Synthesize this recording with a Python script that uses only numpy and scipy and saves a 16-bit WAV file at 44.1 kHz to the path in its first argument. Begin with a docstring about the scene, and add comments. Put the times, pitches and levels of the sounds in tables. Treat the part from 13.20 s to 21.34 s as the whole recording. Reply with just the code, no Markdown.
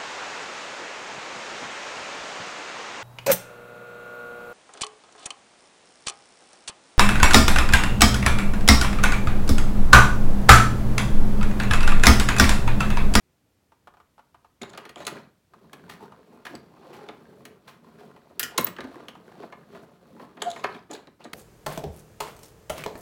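"""A hand-cranked die-cutting machine on a table in a small craft room, close to one microphone.
After a few light taps, plastic plates with a metal die and cardstock are fed in. The gears rumble,
the plates grind and creak with each push of the crank, and the card crunches under the die.
The stack snaps free with sharp clacks and thin squeaks and rolls out; the plates are knocked and slid
about. Behind it all lie the short reverberation of the room and a low room tone."""
import sys
import numpy as np
from scipy import signal
from scipy.io import wavfile

SR = 44100
rng = np.random.default_rng(int(sys.argv[2]) if len(sys.argv) > 2 else 0)


def pcm_store(signal):
    """Save signal as 16-bit PCM."""
    levels = np.round(np.clip(np.atleast_2d(signal), -1, 1) * 32767)
    wavfile.write(sys.argv[1], SR, levels.astype(np.int16).T)


N = 358912
TIME = np.arange(N) / SR
EDGES = np.geomspace(25, 17500, 25)   # filter bank [Hz]
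CENTRES, WIDTHS = np.sqrt(EDGES[1:] * EDGES[:-1]), np.diff(EDGES)

# Levels in the tables are relative within their layer.
# pushes on the crank: (peak time [s], rumble [dB], grinding [dB], half length [s], groan pitch [Hz])
PUSHES = [(2.692, -49, -53, 0.072, 172), (2.834, -45, -45, 0.031, 900), (3.147, -49, -69, 0.038, 230),
          (3.327, -46, -47.5, 0.054, 289), (3.777, -50, -48, 0.2, 810), (4.134, -50.5, -74, 0.18, 425),
          (4.667, -48, -60, 0.035, 229), (4.828, -47.5, -54.5, 0.089, 395), (5.387, -59, -43.5, 0.07, 970),
          (5.641, -49, -46, 0.018, 270), (5.745, -49, -47, 0.14, 294), (6.122, -55, -52.5, 0.095, 645),
          (6.222, -47, -44.5, 0.048, 280), (6.559, -45.5, -46.5, 0.058, 425),
          (6.637, -45.5, -59, 0.019, 577), (6.92, -52, -64, 0.096, 193), (7.025, -44.5, -46.5, 0.033, 1010)]
# the hand hesitates: (time [s], half length [s])
PAUSES = [(2.406, 0.0086), (4.395, 0.033), (4.598, 0.024), (6.797, 0.021)]
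# plates slide over the bed or the table: (start [s], length [s], rumble [dB], grinding [dB])
SLIDES = [(1.407, 0.23, -59, -50), (1.757, 0.23, -44, -43.5), (7.189, 0.37, -49, -45),
          (7.692, 0.063, -48.5, -43.5), (7.99, 0.071, -55.5, -49.5)]
# the die bites through the card: (time [s], level [dB])
CRUNCHES = [(2.691, -43.5), (3.249, -47), (3.727, -49), (4.472, -49.5), (4.783, -58)]
# plate knocks: (time [s], level [dB], bass thud [dB], hardness [dB/octave],
# pitch of the struck spot [Hz], its peak [dB])
KNOCKS = [(1.415, -42, 9.5, -3, 2190, -33), (1.431, -39.5, -11, -1, 3720, -30.5),
          (1.535, -47, -11, -2, 3600, -43), (1.548, -47, -10, -3, 4500, -44),
          (1.575, -38.5, -8.5, 1, 1180, -40), (1.652, -44, -4, 0, 2240, -42),
          (1.692, -49, -4, 2.5, 2750, -44), (1.758, -37.5, -13, -18, 3200, -34.5),
          (1.803, -44.5, -5, -1, 600, -35), (1.867, -35.5, -8, 2.5, 2300, -30),
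          (1.876, -37.5, -35, 2.5, 1370, -31), (2.531, -47, -2, 2.5, 1090, -39.5),
          (3.252, -42, -30, 1, 1780, -39), (3.266, -38, -27, -1.5, 1700, -29),
          (3.336, -43.5, 6.5, -16, 433, -51), (3.3516, -52, -6, 2.5, 4640, -33),
          (3.887, -36.5, -8, -4, 3540, -33), (4.2523, -51, 2, 4.5, 1900, -41.5),
          (5.195, -43, -4, 8.5, 12700, -12), (5.2289, -46.5, 7.5, 6.5, 2940, -19.5),
          (5.379, -33, -17, 6.5, 3960, -19), (5.3808, -24, 1, -4.5, 1062, -14),
          (5.467, -39.5, 2, 4, 7900, -25.5), (5.564, -44, -46, -1.5, 2950, -40),
          (5.585, -36, 0.5, -4.5, 1670, -32.5), (5.605, -38, -16, -1, 3960, -35),
          (5.64, -47.5, 9.5, -1, 266, -35), (5.883, -45, -3, 1.5, 3040, -32),
          (6.231, -37, -5, -11, 1040, -46), (6.324, -37.5, -20, -5, 920, -41.5),
          (6.549, -42, -6, -7, 655, -42.5), (6.996, -44.5, -13, -6, 1010, -39),
          (7.17, -42.5, -6.5, -5.5, 403, -46), (7.218, -28.5, -15, -5, 3130, -23),
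          (7.361, -41.5, -12, -1.5, 2190, -36), (7.44, -20.5, -19, -4, 980, -24.5),
          (7.547, -42.5, -1, -3, 1015, -41), (7.712, -45.5, -2, -7, 7000, -28.5),
          (7.749, -46, -2, 0.5, 4020, -36), (7.871, -49, 2.5, -3.5, 4020, -44),
          (8.05, -41.5, 0.5, -6, 4000, -46), (8.132, -37, 2, 2.5, 1580, -40)]
# the bowed plate springs free: (time [s], ring [dB], crack [dB])
RELEASES = [(5.195, -35, -18), (5.2308, -34, -17)]
# the die skids on a plate: (start [s], level [dB], length [s])
SKIDS = [(1.418, -48, 0.0055), (1.493, -60, 0.01), (1.533, -53.5, 0.0021), (1.758, -57, 0.0027),
         (1.775, -64, .06), (1.85, -50, 0.0032), (1.8678, -33.5, 0.0023), (5.3773, -29.5, 0.0042),
         (7.22, -34, 0.0041), (7.245, -66, 0.17), (7.301, -45, 0.0049), (7.314, -47, 0.0041),
         (7.709, -51, 0.0064), (7.731, -47, 0.012), (8.04, -55, 0.008)]
# stick-slip chirps of the die: (peak time [s], pitch [Hz], peak [dB], half length [s])
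SQUEAKS = [(3.355, 7900, -47, .004), (5.4122, 13100, -22, .0014), (5.4468, 15030, -9, .0018)]
# course of a dragged plate's hoot: (time [s], pitch [Hz], level [dB])
HOOT = [(7.24, 680, -60), (7.254, 686, -34), (7.271, 699, -22.5), (7.284, 700, -23.5), (7.3, 692, -28),
        (7.386, 670, -56)]
# the stack taps against its guides: (time [s], level [dB])
TAPS = [(0.519, -56.5), (0.6715, -45), (0.738, -55.5), (0.769, -55), (0.8, -53), (0.979, -54), (0.991, -52),
        (1.144, -51.5), (1.245, -54.5), (2.335, -49.5), (2.92, -49.5), (4.962, -50), (5.951, -48)]

# modes of the stack, bowed plate, die and hollow taps: (pitch [Hz], level [dB], t60 [s])
STACK_MODES = [(273, 1.5, 0.11), (700, -10.5, 0.066), (999, -6.5, 0.04), (1084, -11, 0.08),
               (1230, -3, 0.086), (1717, -8.5, 0.11), (2145, -6, 0.1), (3350, 1, 0.012), (4270, -8, 0.028),
               (6600, -7, 0.021), (10430, -11, 0.017)]
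PLATE_MODES = [(1416, -5, 0.24), (1695, -2, 0.13), (1900, -5.5, 0.088), (2750, 6.5, 0.03),
               (2980, -5.5, .09), (5070, -5, 0.16), (7100, -0.5, .06)]
DIE_MODES = [(3487, 10.5, 0.015), (3830, 14, 0.0033), (6420, 4, 0.056), (7000, 11, 0.0075),
             (7900, 3, 0.0088), (10550, 1.5, 0.017)]
TAP_MODES = [(900, 2, 0.028), (1216, 4.5, 0.018)]
# resonances of table, frame and plates: (pitch [Hz], width [Hz], boost [dB])
BODY_MODES = [(280, 26, 2.5), (408, 39, 5.5), (692, 19, 3.5), (4400, 350, 2), (10730, 170, 5.5)]
# spectra of the noisy sources: (frequency [Hz], density [dB per Hz])
RUMBLE_COLOUR = [(40, -20), (70, -12.5), (110, -2.5), (188, 8.5), (280, 1), (420, -4.5), (600, -4.5),
                 (1000, -34.5)]
GRIND_COLOUR = [(250, -34.5), (450, 6), (750, 1.5), (1100, 3), (1600, -8.5), (2400, -11.5), (4000, -47)]
RUB_COLOUR = [(1200, 5), (4000, 9.5), (5500, -0.5), (9000, -9.5), (15000, -37.5)]
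CRUNCH_COLOUR = [(300, -11), (1000, -1), (2000, -6), (4000, -13), (8000, -22.5), (15000, -25)]
KNOCK_COLOUR = [(100, -9), (220, 1.5), (500, 1), (1000, -5.5), (2000, -6.5), (3700, -14.5), (6000, -24),
                (16000, -33.5)]
TAP_COLOUR = [(150, -15.5), (550, -11.5), (900, 0), (1250, -6), (1800, -18.5), (3000, -21), (5500, -32.5),
              (15000, -42)]
ROOM_TONE_COLOUR = [(20, -38.5), (40, -23), (70, -4), (110, -6.5), (363, -13), (988, -22.5), (2690, -27.5),
                    (16000, -36)]
# decay of the room: (frequency [Hz], t60 [s])
ROOM_T60 = [(150, .45), (400, .4), (1000, .35), (3000, .3), (7000, .25), (15000, .18)]
# reverberation at the microphone: (frequency [Hz], level against the sound sent into the room [dB])
REVERB_DB = [(150, -1.5), (500, -8.5), (1500, -3), (5000, -9.5), (15000, -8)]


def rollers():
    """Gears rumble through the table; plates grind and creak between the rollers, and the card rubs."""
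    turning, pressing = effort()
    gear_slips = slips(per_s=90, spread_db=3, grain_s=.005, smooth=.65)
    plate_slips = slips(per_s=140, spread_db=4.5, grain_s=.003, smooth=.45)
    card_slips = slips(per_s=400, spread_db=3.5, grain_s=.001, smooth=1)
    rumble = turning * coloured(gear_slips, RUMBLE_COLOUR)
    grind = from_db(-1.5) * pressing * coloured(plate_slips, GRIND_COLOUR)
    creak = pressing * grains(per_s=120, spread_db=5.5, cycles=25, low_hz=299, high_hz=1644, count=22)
    rub = from_db(-12) * pressing * coloured(card_slips, RUB_COLOUR)
    return rumble + grind + creak + rub


def effort(start_s=2.282, end_s=7.65, ramp_s=.13, pause_db=-7.5):
    """Strength of rumble and grinding: turning, pushes and slides add in power and sink in the pauses."""
    turning = np.clip(np.minimum(TIME - start_s, end_s - TIME) / ramp_s, 0, 1)
    moves = [(turning, -54, -57)]   # (envelope, rumble [dB], grinding [dB])
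    moves += [(swell(s, half_s), rumble_db, grind_db) for s, rumble_db, grind_db, half_s, _ in PUSHES]
    moves += [(slide_shape(s, length_s), *levels_db) for s, length_s, *levels_db in SLIDES]
    power = sum((shape * from_db([[rumble_db], [grind_db]])) ** 2 for shape, rumble_db, grind_db in moves)
    easing = from_db(pause_db * sum(swell(s, half_s) for s, half_s in PAUSES))
    return easing * np.sqrt(power)


def groans(q=13):
    """Each push loads the stack at a new place, so the friction rings a different resonance."""
    friction = rng.standard_normal(N)
    out = np.zeros(N)
    for s, rumble_db, grind_db, half_s, hz in PUSHES:
        load = np.hypot(from_db(rumble_db), from_db(grind_db)) * swell(s, half_s)
        out += load * rms_one(ring(friction, hz, hz / q))
    return from_db(-3.5) * out


def crunches(attack_s=.0075, t60=.25):
    """Card fibres give way under the die in a quickly dying run of tiny slips."""
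    pressure = np.zeros(N)
    for s, level_db in CRUNCHES:
        age = np.clip(TIME - s, 0, 1)
        pressure += np.minimum(age / attack_s, 1) * from_db(level_db - 60 * age / t60)
    fibres = slips(per_s=450, spread_db=3, grain_s=.0015, smooth=.7)
    return pressure * coloured(fibres, CRUNCH_COLOUR)


def body(x):
    """Table, frame and plates ring at their resonances."""
    return x + sum((from_db(boost_db) - 1) * ring(x, hz, width) for hz, width, boost_db in BODY_MODES)


def knocks():
    """Plates snap, drop and bump with one colour, tilted by the kind of contact."""
    s, level_db, thud_db, hardness = np.array(KNOCKS).T[:4, :, None]
    gains = band_gains(KNOCK_COLOUR) * from_db(3 + level_db + contact_db(CENTRES, thud_db, hardness))
    return blows(s[:, 0], gains, t60=.045, bend_s=.00022, rise_s=.00085, damping=.47)


def contact_db(hz, thud_db, hardness, thud_hz=232, pivot_hz=860):
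    """Heavy contacts add a thud below the pivot; hard ones tilt the treble up above it."""
    octaves = np.log2(hz / pivot_hz)
    bass_share = np.clip(octaves / np.log2(thud_hz / pivot_hz), 0, 1)
    return thud_db * bass_share + hardness * np.maximum(octaves, 0)


def stack_ring(spread_db=2):
    """Each knock strikes the modes of the plates at a new spot, so their strengths vary."""
    s, level_db, thud_db, hardness = np.array(KNOCKS).T[:4]
    starts = np.minimum(s * SR, N - 1).astype(int)
    spot_db = spread_db * rng.uniform(-1.6, 1, (len(s), len(STACK_MODES)))
    out = np.zeros(N)
    for k, (hz, mode_db, t60) in enumerate(STACK_MODES):
        width_hz = mode_width(t60)
        clicks = np.zeros(N)
        clicks[starts] = from_db(level_db + mode_db + spot_db[:, k] + contact_db(hz, thud_db, hardness))
        out += (-1) ** k * ring(clicks, hz, width_hz) * SR / (2 * np.pi * width_hz)
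    return from_db(-3.5) * out


def spots(cycles=34, gain_db=2.5):
    """The spot that is struck gives each knock a brief pitch of its own."""
    return pings([(s, hz, gain_db + peak_db, cycles / hz) for s, *_, hz, peak_db in KNOCKS])


def releases(crack_t60=.0067, rebound_s=.006, rebound_db=-1.5, q=22):
    """Let go by the rollers, the plate cracks, slaps back once and rings in clusters of close modes."""
    out = np.zeros(N)
    clusters = [(rms_one(ring(rng.standard_normal(N), hz, hz / q)), db, t60) for hz, db, t60 in PLATE_MODES]
    for s, ring_db, crack_db in RELEASES:
        since = np.clip(TIME - s, 0, 1)
        for cluster, mode_db, t60 in clusters:
            out += (since > 0) * from_db(ring_db + mode_db - 60 * since / t60) * cluster
        for lag_s, loss_db in ((0, 0), (rebound_s, rebound_db)):
            age = np.clip(TIME - s - lag_s, 0, 2 * crack_t60)
            out += (age > 0) * from_db(crack_db + loss_db - 60 * age / crack_t60) * rng.standard_normal(N)
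    return out


def skids():
    """The die chatters over the plastic in brief bursts, ringing its own modes."""
    pressure = sum(from_db(db) * (TIME > s) * (TIME < s + length_s) for s, db, length_s in SKIDS)
    chatter = pressure * rms_one(slips(per_s=740, spread_db=3, grain_s=.0006, smooth=.7))
    out = np.zeros(N)
    for hz, level_db, t60 in DIE_MODES:
        width_hz = mode_width(t60)
        mode = ring(chatter * rng.standard_normal(N), hz, width_hz)
        out += from_db(level_db) * mode * np.sqrt(SR / (np.pi * width_hz))
    return out


def squeaks(flutter=.004):
    """Pressed surfaces slip with a short, nearly pure tone."""
    out = np.zeros(N)
    for s, hz, peak_db, half_s in SQUEAKS:
        phase = 2 * np.pi * hz * np.cumsum(1 + flutter * drift(87)) / SR
        out += from_db(peak_db) * swell(s, half_s) * np.sin(phase)
    return out


def hoot(flutter=.012, rough_db=1.5, octave_db=-25):
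    """A dragged plate sticks and slips in an unsteady tone that sags in pitch as it slows."""
    s, hz, level_db = np.transpose(HOOT)
    pitch = np.interp(TIME, s, hz) * (1 + flutter * drift(120))
    phase = 2 * np.pi * np.cumsum(pitch) / SR
    dragging = (TIME > s[0]) * (TIME < s[-1])
    level = dragging * from_db(np.interp(TIME, s, level_db) + rough_db * drift(150))
    return level * (np.sin(phase) + from_db(octave_db) * np.sin(2 * phase))


def rattle():
    """Loose plates tick against each other as they slide."""
    sliding = sum(from_db(grind_db) * slide_shape(s, length_s) for s, length_s, _, grind_db in SLIDES)
    ticks = grains(per_s=110, spread_db=3.5, cycles=49, low_hz=1412, high_hz=4960, count=16)
    return from_db(-13) * sliding * ticks


def taps():
    """Small hollow knocks near the microphone as the stack is lined up."""
    times, level_db = np.transpose(TAPS)
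    gains = from_db(level_db)[:, None] * band_gains(TAP_COLOUR)
    contact = blows(times, gains, t60=.07, bend_s=.0001, rise_s=.0003, damping=.059)
    hollow = pings([(s, hz, db + mode_db, t60) for s, db in TAPS for hz, mode_db, t60 in TAP_MODES])
    return contact + hollow


def room(x, first_echo_s=.005):
    """The near walls return a diffuse tail that dies sooner in the treble."""
    t = np.arange(SR // 2) / SR
    white = rng.standard_normal((2, len(t)))
    response = np.zeros(len(t))
    for k, hz in enumerate(CENTRES):
        decay = (t > first_echo_s) * from_db(-60 * t / at_hz(ROOM_T60, hz))
        tail = energy_one(decay * band(white[k % 2], k))
        response += from_db(at_hz(REVERB_DB, hz)) * np.sqrt(2 * WIDTHS[k] / SR) * tail
    return signal.fftconvolve(x, response)[:N]


def room_tone():
    """The faint, steady, bass-heavy noise of the craft room."""
    return from_db(-68) * coloured(1, ROOM_TONE_COLOUR)


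def slips(per_s, spread_db, grain_s, smooth):
    """Strength of friction: tiny slips of uneven size that die fast, over even rubbing."""
    sizes = from_db(spread_db * np.minimum(rng.exponential(1, N), 2.5))
    slipping = rng.random(N) < per_s / SR
    power = signal.lfilter([1], [1, -np.exp(-1 / (grain_s * SR))], slipping * sizes ** 2 + 1e-18)
    return np.sqrt(power / power.mean() + smooth ** 2)


def grains(per_s, spread_db, cycles, low_hz, high_hz, count):
    """Random slips of uneven size, each ringing one of many plate modes for some cycles; rms 1."""
    chance, size, pick = rng.random((3, N))
    clicks = (chance < per_s / SR) * from_db(spread_db * np.minimum(-np.log(1 - size), 2.5))
    struck_mode = (pick * count).astype(int)
    out = np.zeros(N)
    for k, hz in enumerate(np.geomspace(low_hz, high_hz, count)):
        out += (-1) ** k * ring(clicks * (struck_mode == k), hz, mode_width(cycles / hz)) / hz
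    return rms_one(out)


def blows(times, gains, t60, bend_s, rise_s, damping):
    """Each blow sets the dense modes of a plate ringing; gains (blow, band) are rms over 10 ms."""
    t = np.arange(SR // 6) / SR
    sounds = 0
    for k, hz in enumerate(CENTRES):
        # bending waves are slower at low pitch: the lows arrive later, swell more slowly and last longer
        slowness = np.sqrt(3000 / hz)
        age = np.maximum(t - bend_s * slowness, 0)
        rise = 1 - np.exp(-age / (rise_s * slowness))
        decay = from_db(-60 * age / (t60 * slowness ** damping))
        bursts = rise * decay * rng.standard_normal((len(times), len(t)))
        sounds = sounds + gains[:, k:k + 1] * energy_one(band(bursts, k))
    out = np.zeros(N + len(t))
    for s, sound in zip(times, sounds):
        start = min(int(s * SR), N)
        out[start:start + len(t)] += sound
    return out[:N] * np.sqrt(SR / 100)


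def pings(rows, lag_s=.0015):
    """Dying sines that start just after contact: (time [s], pitch [Hz], peak [dB], t60 [s])."""
    t = np.arange(SR // 4) / SR
    out = np.zeros(N + len(t))
    for s, hz, peak_db, t60 in rows:
        start = min(int((s + lag_s) * SR), N)
        decay = from_db(peak_db - 60 * np.minimum(t / t60, 3))
        out[start:start + len(t)] += decay * np.sin(2 * np.pi * hz * t)
    return out[:N]


def slide_shape(s, length_s, attack_s=.017, release_db_per_s=207):
    """A slide starts quickly, holds and dies away."""
    attack = np.clip((TIME - s) / attack_s, 0, 1)
    return attack * from_db(-release_db_per_s * np.clip(TIME - s - length_s, 0, 1))


def swell(s, half_s):
    """A smooth rise and fall around a moment."""
    return np.exp(-np.minimum(((TIME - s) / half_s) ** 2, 20))


def drift(rate_hz, step=40):
    """Smooth random wander with a spread of about 1."""
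    r = np.exp(-2 * np.pi * step * rate_hz / SR)
    white = rng.standard_normal(N // step + 2002)
    slow = signal.lfilter([1], [1, -2 * r, r * r], white)[2000:]
    return np.interp(np.arange(N) / step, np.arange(len(slow)), rms_one(slow))


def ring(x, hz, width_hz):
    """A resonance with gain 1 at its top."""
    r = np.exp(-np.pi * width_hz / SR)
    feedback = [1, -2 * r * np.cos(2 * np.pi * hz / SR), r * r]
    return (1 - r * r) / 2 * signal.lfilter([1, 0, -1], feedback, x + 1e-18)


def mode_width(t60):
    """Width in Hz of a mode that falls 60 dB in t60 seconds."""
    return np.log(1000) / (np.pi * t60)


def coloured(drive, spectrum):
    """Noise whose strength follows the drive, shaped by a spectrum; rms 1."""
    white = drive * rng.standard_normal((2, N))
    gains = band_gains(spectrum)
    return rms_one(sum(gain * rms_one(band(white[k % 2], k)) for k, gain in enumerate(gains)))


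def band(x, k):
    """Band k of the filter bank."""
    return signal.sosfilt(signal.butter(2, EDGES[k:k + 2], "band", fs=SR, output="sos"), x + 1e-18)


def band_gains(spectrum):
    """Share of each band in a spectrum; total power 1."""
    return energy_one(from_db(at_hz(spectrum, CENTRES)) * np.sqrt(WIDTHS))


def at_hz(points, hz):
    """Read a table on a log-frequency axis."""
    points = np.array(points)
    return np.interp(np.log(hz), np.log(points[:, 0]), points[:, 1])


def from_db(db):
    """Decibels to gain."""
    return 10 ** (np.asarray(db) / 20)


def rms_one(x):
    """Scale to rms 1."""
    return x / np.sqrt(np.mean(x ** 2) + 1e-20)


def energy_one(x):
    """Scale each row to energy 1."""
    return x / np.sqrt(np.sum(x ** 2, axis=-1, keepdims=True) + 1e-20)


def scene():
    """Machine and plates reach the microphone directly and off the walls; the taps are closer and drier."""
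    machine = body(knocks() + from_db(-5.5) * (rollers() + groans()) + from_db(4) * crunches())
    contacts = stack_ring() + spots() + rattle() + from_db(-9.5) * skids() + releases()
    bass_cut = signal.butter(2, 83, "high", fs=SR, output="sos")   # the table radiates little below 83 Hz
    plates = signal.sosfilt(bass_cut, machine + contacts)
    tapping = taps()
    squeaking = squeaks() + hoot()
    reverb = room(plates + from_db(-2.5) * tapping + from_db(-8.5) * squeaking)
    return (plates + tapping + squeaking + reverb + room_tone())[None]


def record(dry):
    """The microphone's one channel is cut steeply above 16.6 kHz."""
    return signal.sosfilt(signal.ellip(10, .3, 70, 16600, fs=SR, output="sos"), dry)


dry = scene()
out = record(dry)
pcm_store(out)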